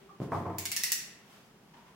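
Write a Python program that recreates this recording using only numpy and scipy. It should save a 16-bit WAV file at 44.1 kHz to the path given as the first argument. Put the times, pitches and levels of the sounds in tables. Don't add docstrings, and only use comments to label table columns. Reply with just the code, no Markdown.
import sys
import numpy as np
from scipy import signal
from scipy.fft import rfft, irfft, next_fast_len
from scipy.io import wavfile
from scipy.ndimage import map_coordinates

SR = 44100
rng = np.random.default_rng(int(sys.argv[2]) if len(sys.argv) > 2 else 0)


def generate_wav(sig):
    pcm = np.round(np.clip(np.atleast_2d(sig).T, -1, 1) * 32767).astype(np.int16)
    wavfile.write(sys.argv[1], SR, pcm)


N = 85995

# freq_hz, correlation
ROOM_CORRELATION = [(100, 0.96), (300, 0.95), (700, 0.58), (1300, 0.51), (2500, 0.055), (6000, -0.042),
                    (14000, -0.12)]


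def knife():
    # start_s, snap_db, blade_db, track_db, room_db, blade_pitch_ratio, tilt_db_per_octave,
    # track_resonance_db
    clicks = [(0.5841, -30, -58, -67, -25.5, 1.2, 0, -3.5),
              (0.6544, -28.5, -48, -58, -25.5, 1.14, -1, -0.5),
              (.7172, -28.5, -46.5, -46, -24, 1.13, -1.5, -3),
              (.7640, -26, -46, -40.5, -21, 0.95, -0.5, 7.5),
              (0.8355, -24, -47, -39.5, -18.5, 1.02, -.5, 5), (0.9192, -20, -40.5, -43, -16.5, 1.0, 1, 5.5)]
    # freq_hz, gain_db
    case_spectrum = [(300, -26), (900, -20.5), (1450, -13), (1900, -6), (2350, -9), (2720, -1), (3250, -7),
                     (4400, -2), (5000, -1.5), (6300, -1), (7300, 1), (8700, -5), (10500, -3), (11400, -2),
                     (13000, -4.5), (15500, -3)]
    # freq_hz, level_db, t60_s
    blade_modes = [(1864, -2, .38), (1931, -3, .34), (2026, -6, .25), (2640, -8, .15), (2830, -10, .15)]
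    # freq_hz, level_db, t60_s
    track_modes = [(4440, -7, .3), (5404, -4, .3), (5545, -2, .3), (5675, -4, .3), (5853, -6, .25),
                   (6192, -7, .25), (6558, -7, .2), (7283, -8, .2)]
    # delay_s, gain_db
    echoes = [(.0056, -1.5), (0.0118, -6.5)]
    rattle_s, buzz_db, buzz_t60_s = 0.0024, -13.5, 0.054
    blade_peak_hz, blade_width_hz, blade_peak_db = 1930, 170, 7.5
    track_peak_hz, track_width_hz = 5680, 340
    scatter_db, scatter_step_hz = 1.8, 330
    out, t = np.zeros((2, N)), np.arange(SR) / SR
    hz = freqs(t)
    contact = np.exp(-(t / rattle_s) ** 2) + amp(buzz_db - 60 * t / buzz_t60_s)
    impulse = np.linalg.norm(contact) * (t == 0)
    for start_s, snap_db, blade_db, track_db, room_db, pitch_ratio, tilt, resonance_db in clicks:
        colour_db = along(case_spectrum, hz) + tilt * np.log2((hz + 500) / 6000)
        colour_db += blade_peak_db * np.exp(-((hz - blade_peak_hz * pitch_ratio) / blade_width_hz) ** 2)
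        colour_db += resonance_db * np.exp(-((hz - track_peak_hz) / track_width_hz) ** 2)
        colour_db += scatter_db * smooth_noise(hz / scatter_step_hz, knots=128)
        snaps = [coloured(burst(contact), colour_db) for _ in range(2)]
        steel = [amp(blade_db) * ring(blade_modes, t, pitch_ratio) + amp(track_db) * ring(track_modes, t)
                 for _ in range(2)]
        add(out, start_s, amp(snap_db) * spread(*snaps, side_db=-5.5) + spread(*steel, side_db=-2))
        add(out, start_s, amp(room_db) * reverb(coloured(impulse, colour_db)))
        for delay_s, gain_db in echoes:
            echo = np.array([coloured(burst(contact), colour_db) for _ in range(2)])
            add(out, start_s + delay_s, amp(snap_db + gain_db) * echo)
    return out


def steps():
    # start_s, thud_db, knock_db, mode_db
    thumps = [(.2020, -29.5, -48, -39), (.2180, -30.5, -54, -46), (.2570, -41, -54, -80),
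              (0.288, -36.5, -64, -55), (.3190, -28, -22.5, -38), (0.3299, -33, -24, -37),
              (.3470, -29, -27.5, -40.5), (.3665, -35.5, -37, -41.5), (.4545, -35, -32, -42),
              (0.464, -35.5, -31.5, -51), (.4800, -36, -37, -39), (.5000, -41.5, -33.5, -47),
              (.5460, -45.5, -39.5, -46), (.5770, -50, -49, -48)]
    # freq_hz, gain_db
    thud_spectrum = [(30, -46), (60, -20), (130, -2.5), (200, -5), (320, -4), (460, -7.5), (800, -19.5),
                     (1500, -30), (4000, -50), (16000, -73)]
    # freq_hz, gain_db
    knock_spectrum = [(60, -30), (250, -10.5), (540, -5), (700, 2), (1100, -0.5), (1270, -5), (1450, -16),
                      (2200, -21), (3200, -46), (6000, -45), (16000, -53)]
    # freq_hz, level_db, t60_s
    room_modes = [(181, -7, .6), (319, -6, .6), (393, -10, .5), (468, -10, .5), (639, -7, .45),
                  (692, -7, .5), (906, -9, .5), (1023, -7, .45), (1083, -10, .45)]
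    # start_s, pitch_hz, level_db, t60_s
    booms = [(0.2, 133.5, -22, 0.12), (0.327, 94.8, -32.5, 0.46), (.452, 95.96, -34, 0.47),
             (.577, 94, -43, 0.5)]
    swell_s, contact_rise_s, knock_t60_s = 0.021, 0.0012, 0.04
    thud_room_db, knock_room_db = 2, -1.5
    out, t = np.zeros((2, N)), np.arange(SR) / SR
    swell = 1 - np.exp(-t / swell_s)
    contact = (1 - np.exp(-t / contact_rise_s)) * amp(-60 * t / knock_t60_s)
    impulse = np.linalg.norm(contact) * (t == 0)
    wood_db = along(knock_spectrum, freqs(t))
    push = coloured(impulse, along(thud_spectrum, freqs(t)))
    rap = coloured(impulse, wood_db)
    for start_s, thud_db, knock_db, mode_db in thumps:
        thud = amp(thud_db) * (push + amp(thud_room_db) * reverb(push))
        knock = amp(knock_db) * (coloured(burst(contact), wood_db) + amp(knock_room_db) * reverb(rap))
        add(out, start_s, thud + knock + amp(mode_db) * ring(room_modes, t) * swell)
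    for start_s, pitch_hz, level_db, t60_s in booms:
        add(out, start_s, amp(level_db - 60 * t / t60_s) * swell * np.sin(2 * np.pi * pitch_hz * t))
    return out


def brushes():
    # start_s, rise_s, t60_s, squeak_hz, width_hz, squeak_db, scuff_db
    rubs = [(0, 0.012, 1, 388, 39.2, -58.5, -65.5), (.090, 0.0042, 0.3, 1166, 72, -51.5, -82),
            (.105, 0.012, 0.1, 787, 30, -53, -80), (0.144, 0.0069, 0.098, 1124, 75.6, -57.5, -80),
            (1.735, 0.0063, 0.23, 920, 220, -56.5, -58), (1.762, 0.0077, 0.65, 950, 110, -60, -60),
            (1.859, 0.0089, 0.53, 1000, 203, -65, -62.5)]
    # freq_hz, gain_db
    scuff_spectrum = [(150, -12), (700, -5.5), (1500, -5.5), (3200, -9.5), (4500, -17.5), (15000, -31)]
    out, t = np.zeros((2, N)), np.arange(N) / SR
    for start_s, rise_s, t60_s, squeak_hz, width_hz, squeak_db, scuff_db in rubs:
        resonance = 1 / (1 + (2 * (freqs(t) - squeak_hz) / width_hz) ** 2)
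        squeak = unit(irfft(rfft(stereo_noise(ROOM_CORRELATION, N)) * resonance, N))
        scuff = hiss(scuff_spectrum, ROOM_CORRELATION)
        envelope = np.minimum(t / rise_s, 1) * amp(-60 * np.maximum(t - rise_s, 0) / t60_s)
        add(out, start_s, envelope * (amp(squeak_db) * squeak + amp(scuff_db) * scuff))
    return out


def sleeves():
    # time_s, level_db
    rustle = [(0, -65), (.19, -67), (.23, -54.5), (.3, -64.5), (.35, -53), (.4, -56), (.45, -61.5),
              (.56, -63), (1.241, -64), (1.34, -57), (1.42, -61), (1.54, -66), (1.95, -65.5)]
    # freq_hz, gain_db
    cloth_spectrum = [(150, -15), (600, 2), (950, -1), (1350, 1), (2000, -2.5), (2600, -2.5), (3200, -2),
                      (3900, -7.5), (5000, -6.5), (9000, -13), (15000, -14.5)]
    level_db = np.interp(np.arange(N) / SR, *np.transpose(rustle))
    return amp(level_db) * hiss(cloth_spectrum, ROOM_CORRELATION)


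def reverb(x):
    # freq_hz, t60_s
    decay_times = [(100, 1), (400, 0.5), (1000, 0.47), (2000, 0.82), (5000, .52), (8000, 0.44),
                   (15000, 0.28)]
    rise_s = 0.0013
    hz, t, noise = signal.stft(stereo_noise(ROOM_CORRELATION, SR), SR, nperseg=256)
    t60_s = along(decay_times, hz)[:, None]
    envelope = amp(-60 * t / t60_s) * (1 - np.exp(-t / rise_s))
    tail = signal.istft(noise * envelope, SR, nperseg=256)[1]
    return signal.fftconvolve(x[None], tail / np.linalg.norm(tail[0]), axes=1)[:, :SR]


def room_tone():
    # freq_hz, gain_db
    air_spectrum = [(30, -38), (50, -7.5), (90, -15.5), (140, 0), (205, 0.5), (300, -8), (400, -5),
                    (500, -13), (900, -12), (1300, -18.5), (1900, -21.5), (4000, -29.5), (7000, -33.5),
                    (15500, -40.5)]
    # freq_hz, correlation
    air_correlation = [(60, 0.78), (180, 0.95), (550, 0.76), (1650, 0.46), (4970, -0.68), (15000, -0.057)]
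    level_db, waver_db, knots_per_s = -60.5, 0.5, 10
    waver = smooth_noise(np.arange(N) * knots_per_s / SR, knots=24)
    return amp(level_db + waver_db * waver) * hiss(air_spectrum, air_correlation)


def amp(db):
    return 10 ** (np.asarray(db) / 20)


def unit(x):
    return x / np.sqrt(np.mean(x ** 2) + 1e-20)


def along(points, hz):
    knots_hz, values = np.transpose(points)
    return np.interp(np.log(hz + 1), np.log(knots_hz + 1), values)


def freqs(x):
    return np.fft.rfftfreq(x.shape[-1], 1 / SR)


def add(out, start_s, x):
    i = max(0, round(start_s * SR))
    out[:, i:i + x.shape[-1]] += x[..., :N - i]


def spread(mid, side, side_db):
    return mid + amp(side_db) * np.array([side, -side])


def smooth_noise(position, knots):
    return map_coordinates(rng.standard_normal(knots), [position])


def coloured(x, gain_db):
    n = x.shape[-1]
    cepstrum = irfft(np.log(unit(amp(gain_db)) + 1e-6), n)
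    cepstrum[1:n // 2] *= 2
    cepstrum[n // 2 + 1:] = 0
    return irfft(rfft(x) * np.exp(rfft(cepstrum)), n)


def stereo_noise(correlation, size):
    white = rng.standard_normal((2, size))
    angle = np.arccos(np.clip(along(correlation, freqs(white)), -1, 1)) / 2
    mid, side = irfft(rfft(white) * [np.cos(angle), np.sin(angle)], size)
    return spread(mid, side, side_db=0)


def hiss(spectrum, correlation):
    white = stereo_noise(correlation, N)
    return unit(irfft(rfft(white) * amp(along(spectrum, freqs(white))), N))


def ring(modes, t, pitch_ratio=1):
    return sum(amp(db + rng.normal(0, 1) - 60 * t / t60_s)
               * np.sin(2 * np.pi * (hz * pitch_ratio * t + rng.random())) for hz, db, t60_s in modes)


def burst(envelope):
    spectrum = rfft(envelope * rng.standard_normal(len(envelope)))
    whitened = irfft(spectrum / (abs(spectrum) + 1e-9), len(envelope))
    return envelope * np.sign(whitened)


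def scene():
    return knife() + steps() + brushes() + sleeves() + room_tone()


def record(dry):
    cutoff_hz = 15750
    padded = np.pad(dry, ((0, 0), (0, next_fast_len(N + SR // 2) - N)))
    return irfft(rfft(padded) * (freqs(padded) < cutoff_hz), padded.shape[-1])[:, :N]


dry = scene()
out = record(dry)
generate_wav(out)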